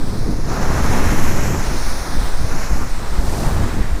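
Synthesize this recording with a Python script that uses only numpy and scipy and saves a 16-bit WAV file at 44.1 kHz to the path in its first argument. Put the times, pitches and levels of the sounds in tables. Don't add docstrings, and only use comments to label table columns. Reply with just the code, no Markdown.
import sys
import numpy as np
from scipy import signal
from scipy.fft import rfft, irfft
from scipy.io import wavfile
from scipy.ndimage import uniform_filter1d

SR = 44100
rng = np.random.default_rng(int(sys.argv[2]) if len(sys.argv) > 2 else 0)


def unload_audio(sound):
    columns = np.transpose(np.atleast_2d(sound))
    steps = np.round(np.clip(columns, -1, 1) * 32767)
    wavfile.write(sys.argv[1], SR, steps.astype(np.int16))


N = 176400
T = np.arange(N) / SR
FREQS = np.fft.rfftfreq(N, 1 / SR)


def undb(db):
    return 10 ** (np.asarray(db) / 20)


def unit(x):
    return x / np.sqrt(np.mean(x ** 2))


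def curve(rows, t=T, column=1):
    rows = np.array(rows)
    return np.interp(t, rows[:, 0], rows[:, column])


def colour(points, hz):
    points = np.array(points)
    return undb(np.interp(np.log(np.maximum(hz, 1)), np.log(points[:, 0]), points[:, 1]))


def noise(points):
    return unit(irfft(rfft(rng.standard_normal(N)) * colour(points, FREQS), N))


def moving_noise(gain_at, frame=512):
    hz, t, spectra = signal.stft(rng.standard_normal(N), SR, nperseg=frame)
    gain = gain_at(hz[:, None], t)
    shaped = spectra * gain / np.sqrt(np.mean(gain ** 2, axis=0))
    return unit(signal.istft(shaped, SR, nperseg=frame)[1][:N])


def wander(rate_hz):
    span = int(SR / rate_hz)
    drift = rng.standard_normal(N)
    for _ in range(2):
        drift = uniform_filter1d(drift, span, mode="wrap")
    return unit(drift - drift.mean())


def flutter(x, eddies, shared_db, own_db, rate_hz):
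    return unit(x * undb(shared_db * eddies + own_db * wander(rate_hz)))


def steady(x, seconds):
    return unit(x / np.sqrt(uniform_filter1d(x ** 2, int(seconds * SR), mode="wrap")))


def swell(peak_s, half_s):
    return np.exp(-.5 * ((T - peak_s) / half_s) ** 2)


def droplets(surge, low_hz, high_hz, cycles, glide, count):
    out = np.zeros(N)
    for when, pitch, size in rng.random((count, 3)):
        start = int(when * N)
        hz = low_hz * (high_hz / low_hz) ** pitch
        length = min(int(SR * cycles / hz) + 2, N - start)
        age = np.arange(length) * hz / SR / cycles
        ring = np.sin(2 * np.pi * cycles * age * (1 + glide * age / 2)) * undb(-40 * age)
        accent_db = 3 * min(-np.log(1 - size), 4)
        out[start:start + length] += ring * undb(accent_db)
    return unit(out * surge)


# time in seconds, relative level in dB.
WATER_SURGE = [(.45, -5.5), (1, -2.5), (3.25, 2.5), (3.5, 6), (3.72, 4), (4, -2.5)]
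# frequency in Hz, relative level in dB.
WASH_EQ = [(150, -35), (500, -1.5), (900, 0), (2800, -19), (4300, -11.5), (8000, -13), (15000, -20.5)]


def waves():
    surge = undb(curve(WATER_SURGE) + 2.4 * wander(rate_hz=4))
    wash = unit(noise(WASH_EQ) * surge)
    spray = droplets(surge, low_hz=4200, high_hz=10500, cycles=8, glide=.05, count=6000)
    bubbles = droplets(surge, low_hz=523, high_hz=2640, cycles=38, glide=.074, count=500)
    return undb(-41.5) * wash + undb(-48) * spray + undb(-45) * bubbles


# peak time in seconds, level in dB, centre in Hz.
SLOSH_HITS = [(.95, -26, 850), (2.06, -38, 1000), (2.82, -34, 1200), (3.05, -40, 910), (3.47, -28.5, 790),
              (3.84, -38, 1750)]


def sloshes(half_width_octaves=0.36):
    out = np.zeros(N)
    for peak_s, db, centre_hz in SLOSH_HITS:
        octaves = np.log2(np.maximum(FREQS, 1) / centre_hz)
        band = 1 / (1 + (octaves / half_width_octaves) ** 2)
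        froth = unit(irfft(rfft(rng.standard_normal(N)) * band, N))
        out += undb(db) * froth * swell(peak_s, half_s=0.027)
    return out


# time in seconds, first hollow in Hz,
# second hollow in Hz, ripple in dB (peaks rise and hollows sink by this much).
HOLLOW_SWEEP = [(0, 2750, 6600, 5), (.3, 3020, 7700, 11), (.6, 3180, 8400, 6.5), (1.0, 3350, 8100, 3.5),
                (1.57, 3600, 9260, 7), (1.65, 3300, 7700, 4.5), (2.1, 2860, 7660, 10),
                (2.28, 2650, 6760, 3), (2.55, 3270, 8240, 9.5), (2.85, 3600, 8760, 8),
                (2.94, 2870, 6700, 3.5), (3.6, 2870, 7000, 1.5)]
# time in seconds, cut in dB.
NOTCH_CUT = [(.5, 2.5), (1.1, 9.5), (1.7, 4.5)]


def resonances(hz, t, notch_hz=4700, notch_half_width_hz=390):
    stretch = 0.76
    first = curve(HOLLOW_SWEEP, t, column=1) ** stretch
    second = curve(HOLLOW_SWEEP, t, column=2) ** stretch
    phase = np.pi * (hz ** stretch - first) / (second - first)
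    ripple = undb(curve(HOLLOW_SWEEP, t, column=3))
    comb = np.hypot(ripple * np.sin(phase), np.cos(phase) / ripple)
    notch_shape = 1 / (1 + ((hz - notch_hz) / notch_half_width_hz) ** 2)
    return comb * undb(-curve(NOTCH_CUT, t) * notch_shape)


# time in seconds, relative level in dB.
HISS_RIDE = [(.43, -42.5), (.5, -37), (.7, -36), (.92, -33), (1.3, -34), (1.57, -34.5), (1.88, -34),
             (2.33, -38.5), (2.66, -36), (2.8, -41), (3.14, -41), (3.23, -44.5), (3.65, -40), (3.95, -45.5)]
SIZZLE_RIDE = [(.43, -51.5), (.68, -46), (.92, -38.5), (1.27, -37), (1.42, -41), (1.55, -40), (1.68, -44),
               (1.85, -39), (2.3, -44.5), (2.8, -46), (2.9, -52), (3.55, -49), (4, -56)]
# frequency in Hz, relative level in dB.
HISS_EQ = [(1200, -8.5), (2500, 1.5), (4000, 2), (6000, 0), (7500, -1), (10000, -11.5), (12000, -28),
           (15500, -30)]
SIZZLE_EQ = [(6000, -36), (8500, 0.5), (11000, -2), (13500, -2.5), (15500, -5.5)]


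def hissing(eddies):
    hiss = moving_noise(lambda hz, t: colour(HISS_EQ, hz) * resonances(hz, t))
    sizzle = moving_noise(lambda hz, t: colour(SIZZLE_EQ, hz) * resonances(hz, t))
    hiss = flutter(hiss, eddies, shared_db=0.6, own_db=-0.16, rate_hz=270)
    sizzle = flutter(sizzle, eddies, shared_db=0.8, own_db=0.6, rate_hz=180)
    return undb(curve(HISS_RIDE) + 1.5) * hiss + undb(curve(SIZZLE_RIDE) - 0.5) * sizzle


# time in seconds, relative level in dB, tone shift in octaves.
RUSH_RIDE = [(0, -38.5, -0.2), (.43, -39, -0.061), (.54, -26.5, -0.26), (.98, -24.5, 0.041),
             (1.12, -26, 0.18), (1.75, -31.5, -0.0098), (2.1, -31.5, -0.065), (2.45, -33, -0.087),
             (2.62, -31.5, 0.022), (2.83, -34.5, 0.052), (2.91, -37, 0.18), (3.02, -32, -.05),
             (3.33, -36.5, 0.018), (3.52, -29, -0.22), (3.73, -32.5, 0.086), (4, -38, 0.12)]
# frequency in Hz, relative level in dB.
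RUSH_EQ = [(150, -5.5), (450, -1), (850, 1), (1500, -2), (2000, -6), (2600, -15), (3300, -20.5),
           (6000, -31.5)]


def rushing(eddies):
    rush = moving_noise(lambda hz, t: colour(RUSH_EQ, hz / 2 ** curve(RUSH_RIDE, t, column=2)))
    rush = flutter(rush, eddies, shared_db=0.5, own_db=0.88, rate_hz=88)
    return undb(curve(RUSH_RIDE) + 1) * rush


# peak time in seconds, level in dB, half length in seconds, centre in Hz.
THUMP_HITS = [(0.282, -20.5, 0.02, 226), (0.716, -15.5, 0.015, 79), (1.097, -17.5, 0.026, 55.7),
              (1.129, -20.5, 0.015, 170), (1.581, -10, 0.0086, 33.6), (1.675, -22.5, 0.025, 45),
              (2.197, -15, .022, 32.2), (2.428, -18, 0.028, 69), (2.735, -14, 0.021, 45),
              (3.191, -10.5, 0.017, 32.3), (3.47, -15, 0.011, 96), (3.607, -19, 0.096, 69.4),
              (3.788, -17, 0.0082, 124), (3.872, -15.5, 0.054, 48)]
# multiple of its centre frequency, relative level in dB.
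THUMP_EQ = [(.3, -8), (1, 0.5), (1.5, -6.5), (2.5, -20), (6, -30.5), (60, -81)]


def thumps():
    out = np.zeros(N)
    for peak_s, db, half_s, centre_hz in THUMP_HITS:
        envelope = swell(peak_s, half_s)
        blow = noise([(ratio * centre_hz, eq_db) for ratio, eq_db in THUMP_EQ]) * envelope
        makeup_gain = np.sqrt(np.sum(envelope ** 2) / np.sum(blow ** 2))
        out += undb(db) * makeup_gain * blow
    return out


# time in seconds, relative rumble level in dB.
PRESSURE_RIDE = [(0, -26.5), (.22, -25.5), (.41, -27), (.55, -25), (.9, -21), (1.28, -23), (1.56, -21),
                 (1.63, -30), (1.73, -26.5), (2.03, -35), (2.17, -27.5), (2.35, -38.5), (2.55, -27.5),
                 (2.62, -34.5), (2.82, -26), (2.92, -39), (3.0, -31), (3.1, -35), (3.22, -25.5),
                 (3.48, -23.5), (3.55, -30), (3.63, -22.5), (3.71, -29.5), (3.79, -22.5), (3.86, -39),
                 (4, -30)]
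# frequency in Hz, relative level in dB.
SWAY_EQ = [(2, -36), (6.5, 3.5), (12, -0.5), (20, -12), (35, -15), (55, -19), (300, -84)]
RUMBLE_EQ = [(20, -38), (60, 2.5), (120, -1.5), (200, -4.5), (320, -8.5), (500, -16), (1000, -29),
             (3000, -96)]


def buffeting(eddies):
    pressure_db = curve(PRESSURE_RIDE)
    sway = np.tanh(0.28 * noise(SWAY_EQ))
    sway = unit(sway * undb(0.053 * pressure_db))
    rumble = flutter(noise(RUMBLE_EQ), eddies, shared_db=-0.1, own_db=1.5, rate_hz=78)
    rumble = steady(rumble, seconds=.08)
    return undb(-13.5) * sway + undb(pressure_db + 2) * rumble


def scene():
    eddies = wander(rate_hz=39)
    wind = buffeting(eddies) + thumps() + rushing(eddies) + hissing(eddies)
    return (wind + waves() + sloshes())[None, :]


def record(dry, top_hz=15400):
    lowpass = signal.ellip(10, .1, 85, top_hz, fs=SR, output="sos")
    return signal.sosfilt(lowpass, np.clip(dry, -.95, .95))


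dry = scene()
out = record(dry)
unload_audio(out)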